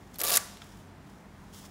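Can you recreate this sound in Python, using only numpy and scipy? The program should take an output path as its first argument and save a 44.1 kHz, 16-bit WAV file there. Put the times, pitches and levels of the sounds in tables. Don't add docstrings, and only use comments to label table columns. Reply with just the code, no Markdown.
import sys
import numpy as np
from scipy import signal
from scipy.fft import rfft, irfft
from scipy.io import wavfile
from scipy.ndimage import uniform_filter1d

SR = 44100
rng = np.random.default_rng(int(sys.argv[2]) if len(sys.argv) > 2 else 0)


def master(y):
    cut = np.clip(np.atleast_2d(y).T, -1, 1)
    pcm = np.round(cut * 32767)
    wavfile.write(sys.argv[1], SR, pcm.astype(np.int16))


N = 74970
T = np.arange(N) / SR
FREQS = np.maximum(np.arange(N + 1) * SR / (2 * N), 1)
TOP_HZ = 15700
FIBRES_PER_S, FIBRE_SCATTER_DB, CRACK_ATTACK_S = 20000, 2, .0003

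# f/Hz, level/dB
AIR_SPECTRUM = [(24, -34), (40, -3.5), (96, -11.5), (114, -8), (202, -3.5), (224, -8), (294, -9),
                (317, -14.5), (350, -12), (562, -20), (606, -15), (1100, -19), (1410, -22), (1820, -23),
                (2990, -32), (7340, -39), (9890, -42.5), (10900, -44.5), (15500, -46)]
# f/Hz, level/dB
VENT_HUMS = [(43, -65.5), (91, -59), (199, -61)]
# f/Hz, t60/s, level/dB
ROOM_BANDS = [(300, 0.544, -9.5), (1000, .65, -6.5), (2300, 1, -15), (5500, 0.74, -14.5), (9000, 0.54, -20),
              (14000, 0.47, -20.5)]
# t/s, level/dB
SLIDE_ENVELOPE = [(0, -69), (.125, -67), (.145, -56), (.18, -61), (.61, -69), (.632, -57), (.655, -61.5),
                  (.69, -61.5), (.72, -62), (.8, -62.5), (.85, -69.5), (1, -81.5), (1.1, -65), (1.3, -78.5),
                  (1.42, -68), (1.52, -68), (1.537, -51), (1.605, -52.5), (1.618, -56.5), (1.66, -53),
                  (1.68, -63), (1.7, -63)]
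# f/Hz, level/dB
SLIDE_SPECTRUM = [(500, -3.5), (2400, -12), (3300, 1), (4100, -7.5), (5400, -1.5), (6200, -4), (7000, -2),
                  (7700, -4.5), (9700, -8.5), (10500, -3.5), (11500, -10), (14300, -11.5), (15500, -8)]
# t/s, level/dB, decay/s, ring f/Hz, low-pass f/Hz
SHEET_TICKS = [(0.157, -48, 0.0047, 4200, 7000), (0.3735, -26, 0.0062, 2170, 2510),
               (0.3765, -26.5, 0.001, 1520, 2220), (0.571, -43, 0.0017, 3570, 9000),
               (0.6189, -36.5, 0.0034, 3540, 3770), (.72, -53.5, 0.0047, 5570, 7000),
               (1.643, -44.5, 0.0035, 796, 1380), (1.651, -48.5, .009, 5360, 6500),
               (1.662, -50, 0.002, 5400, 14000)]
# f/Hz, level/dB
TICK_SPECTRUM = [(400, -11), (1200, 2.5), (3700, -2), (8000, -2.5), (16000, -2.5)]
# f/Hz, level/dB, t60/s
CASE_MODES = [(370, -8, 0.013), (475, -7.5, 0.032), (534, 0.5, .06), (618.4, -4.5, .06), (658, -4.5, 0.24),
              (700, -0.5, .16), (830, -16.5, 0.03), (1152, -3.5, .14), (1155, 4.5, 0.16),
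              (1283, -13.5, 0.062), (1610, -5.5, 0.1), (1720, -8.5, .05), (2300, -10, 0.024),
              (2640, -15.5, 0.071)]
# t/s, level/dB
CASE_LOAD = [(.19, -52.5), (.205, -41.5), (.22, -34), (.23, -46.5), (.24, -32.5), (.268, -41.5),
             (.283, -35.5), (.34, -35.5), (.376, -44.5), (.385, -71)]
# t/s, level/dB, decay/s, ring f/Hz
TOOTH_CATCHES = [(.1432, -42.5, .001, 7000), (.1575, -43.5, .002, 11500), (.1858, -30.5, .001, 12500),
                 (.1915, -30, 0.00181, 11000), (.2008, -27.5, 0.0017, 12000), (.2052, -26.5, .0016, 7200),
                 (.2107, -35.5, .0008, 12000), (.2146, -22, 0.0034, 12200), (.2198, -37, 0.0011, 12200),
                 (.2352, -20.5, .0012, 12500), (.2392, -21.5, .0022, 12000), (.2442, -30, .0012, 11000),
                 (.2492, -24, .003, 9500), (.2988, -25.5, 0.00088, 12500), (.305, -20, .0017, 12500),
                 (.3365, -22.5, .003, 9500), (.3462, -26, .003, 5000), (.3525, -21, 0.0016, 11800),
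                 (.3562, -16, .0013, 10000), (.3598, -17.5, .0015, 11500), (.3617, -20.5, 0.0032, 7000)]
# f/Hz, level/dB
CATCH_SPECTRUM = [(250, -32.5), (450, -7), (700, -8), (1000, -14), (1500, 1), (2800, -4.5), (4200, -1.5),
                  (8000, -3), (12000, -1.5), (16000, -4)]
# t/s, level/dB, decay/s
FINAL_SNAPS = [(0.3691, -28, .001), (0.3705, -13, 0.0022), (0.3724, -19.5, .0034)]
# f/Hz, level/dB
SNAP_SPECTRUM = [(180, -49), (300, -14), (781, -20), (1070, -19.5), (1370, -8), (2040, -7), (3180, -22),
                 (3810, -6), (5660, -8), (7370, -1.5), (8420, -9), (9140, 1.5), (10400, -8.5),
                 (12100, -3.5), (15500, -16)]
# t/s, level/dB
TEAR_ENVELOPE = [(.186, -55), (.203, -37), (.212, -54), (.222, -44), (.23, -57.5), (.24, -34.5),
                 (.265, -31), (.285, -28), (.305, -29.5), (.32, -27), (.342, -26.5), (.357, -32.5),
                 (.364, -32.5), (.369, -52), (.378, -81.5)]
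# f/Hz, level/dB
TEAR_SPECTRUM = [(220, -39.5), (380, -33), (550, -34.5), (950, -4), (1500, -8.5), (2000, -9.5), (2800, -10),
                 (3250, -7.5), (3700, 0), (4400, -6), (5100, -3.5), (5900, -8), (7000, -2.5), (8000, -7),
                 (9400, -1.5), (10300, -2.5), (12000, -2), (14000, -3.5), (15500, -3.5)]
# f/Hz, width/Hz, level/dB
SHEET_MODES = [(1550, 300, -4), (2750, 210, 11.5), (3750, 800, -10), (3940, 900, -18), (5000, 2100, 9),
               (6590, 780, -10.5), (9550, 1100, -11)]


def undb(db):
    return 10 ** (np.asarray(db) / 20)


def unit(x):
    return x / np.sqrt(np.mean(x ** 2))


def even(x, samples):
    return x / np.sqrt(np.abs(uniform_filter1d(x ** 2, size=samples)) + 1e-9)


def envelope(rows):
    return undb(np.interp(T, *np.array(rows).T))


def filtered(x, response):
    return irfft(rfft(x, 2 * N) * response)[:N]


def colour(x, spectrum):
    hz, db = np.array(spectrum).T
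    return unit(filtered(x, undb(np.interp(np.log(FREQS), np.log(hz), db))))


def resonance(hz, width_hz):
    return 1 / (1 + 1j * (FREQS ** 2 - hz ** 2) / (FREQS * width_hz))


def fibres(scatter_db=FIBRE_SCATTER_DB):
    signs = rng.choice([-1, 1], N)
    hits = rng.random(N) < FIBRES_PER_S / SR
    sizes = undb(scatter_db * rng.standard_normal(N))
    return even(signs * hits * sizes, samples=180)


def burst(start_s, decay_s):
    age_s = np.maximum(T - start_s, 0)
    rise = np.minimum(age_s / CRACK_ATTACK_S, 1)
    return rise * np.exp(-np.maximum(age_s - 2 * CRACK_ATTACK_S, 0) / decay_s)


def cracks(rows, spectrum, width_hz, ring_db):
    grain, out = colour(fibres(), spectrum), 0
    for start_s, db, decay_s, hz in rows:
        ring = undb(ring_db) * unit(filtered(grain, resonance(hz, width_hz)))
        out += undb(db) * burst(start_s, decay_s) * even(grain + ring, samples=70)
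    return out


def ventilation(air_db=-51.5, hum_width_hz=7):
    out = undb(air_db) * colour(rng.standard_normal(N), AIR_SPECTRUM)
    for hz, db in VENT_HUMS:
        band = rfft(rng.standard_normal(2 * N)) * resonance(hz, hum_width_hz) ** 2
        out += undb(db) * unit(irfft(band)[:N])
    return out


def all_directions(x, diffuse_hz=3000):
    power = np.abs(rfft(x, 2 * N)) ** 2
    broad, narrow = uniform_filter1d(power, size=14000), uniform_filter1d(power, size=1200)
    flatten = np.sqrt(np.abs(broad / narrow))
    return filtered(x, flatten ** np.minimum(FREQS / diffuse_hz, 1))


def room(x, delay_s=.006):
    hz, t60s, db = np.array(ROOM_BANDS).T
    age_s = np.maximum(T - delay_s, 0)
    noise, tail = rng.standard_normal(N), 0
    for share, t60_s, gain in zip(np.eye(len(hz)), t60s, undb(db)):
        band = filtered(noise, np.interp(np.log(FREQS), np.log(hz), share))
        fade = (age_s > 0) * undb(-60 * age_s / t60_s)
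        tail += gain * band * fade / np.linalg.norm(fade)
    return filtered(x, rfft(tail, 2 * N))


def fingers(flutter_db=1.5):
    flutter = unit(filtered(rng.standard_normal(N), resonance(hz=35, width_hz=50) ** 2))
    grain = colour(fibres(scatter_db=2.5), SLIDE_SPECTRUM)
    return grain * envelope(SLIDE_ENVELOPE) * undb(flutter_db * flutter)


def ticks():
    out = 0
    for *row, edge_hz in SHEET_TICKS:
        flick = cracks([row], TICK_SPECTRUM, width_hz=270, ring_db=-4.5)
        low_pass = 1 / (1 + 1.2j * FREQS / edge_hz - (FREQS / edge_hz) ** 2)
        out += filtered(flick, low_pass)
    return out


def printer_case(tugs):
    modes = 0
    for hz, db, t60_s in CASE_MODES:
        radiation = np.minimum(FREQS / hz, 1) ** 2
        modes += undb(db) * resonance(hz, np.log(1000) / np.pi / t60_s) * radiation
    grain = fibres()
    force = grain * tugs * envelope(CASE_LOAD)
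    return filtered(force, modes) / np.std(filtered(grain, modes))


def catches():
    return cracks(TOOTH_CATCHES, CATCH_SPECTRUM, width_hz=1600, ring_db=.5)


def snap():
    grain = even(colour(fibres(), SNAP_SPECTRUM), samples=40)
    return grain * sum(undb(db) * burst(start_s, decay_s) for start_s, db, decay_s in FINAL_SNAPS)


def tooth_tugs(teeth_per_s=260, jitter=.3, scatter_db=1.1, band_scatter_db=2):
    gap, weakness, *tint = rng.standard_normal((80, 8)).T
    starts_s = TEAR_ENVELOPE[0][0] + np.cumsum(np.exp(jitter * gap)) / teeth_per_s
    sizes = undb(band_scatter_db * np.array(tint) - scatter_db * weakness)
    pulses = np.array([burst(start_s, decay_s=.003) for start_s in starts_s])
    return even(sizes @ pulses, samples=800)


def tear(tugs, growth_db_per_s=175.5, free_at_s=.37):
    grain, rip = even(colour(fibres(), TEAR_SPECTRUM), samples=90), 0
    centres_hz = np.linspace(0, TOP_HZ, len(tugs))
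    for tug, share in zip(tugs, np.eye(len(tugs))):
        rip += tug * filtered(grain, np.interp(FREQS, centres_hz, share))
    modes = sum(undb(db) * resonance(hz, width_hz) for hz, width_hz, db in SHEET_MODES)
    freed = undb(growth_db_per_s * np.minimum(T - free_at_s, 0))
    return envelope(TEAR_ENVELOPE) * (rip + freed * filtered(rip, modes))


def scene():
    tugs = tooth_tugs()
    rip = catches() + tear(tugs) + snap() + printer_case(tugs[0])
    direct = rip + ticks() + fingers()
    return (direct + room(all_directions(direct)) + ventilation())[None]


def record(dry):
    high_pass = signal.butter(10, 38, "high", fs=SR, output="sos")
    low_pass = signal.ellip(10, .2, 80, TOP_HZ, fs=SR, output="sos")
    return signal.sosfilt(low_pass, signal.sosfilt(high_pass, dry))


dry = scene()
out = record(dry)
master(out)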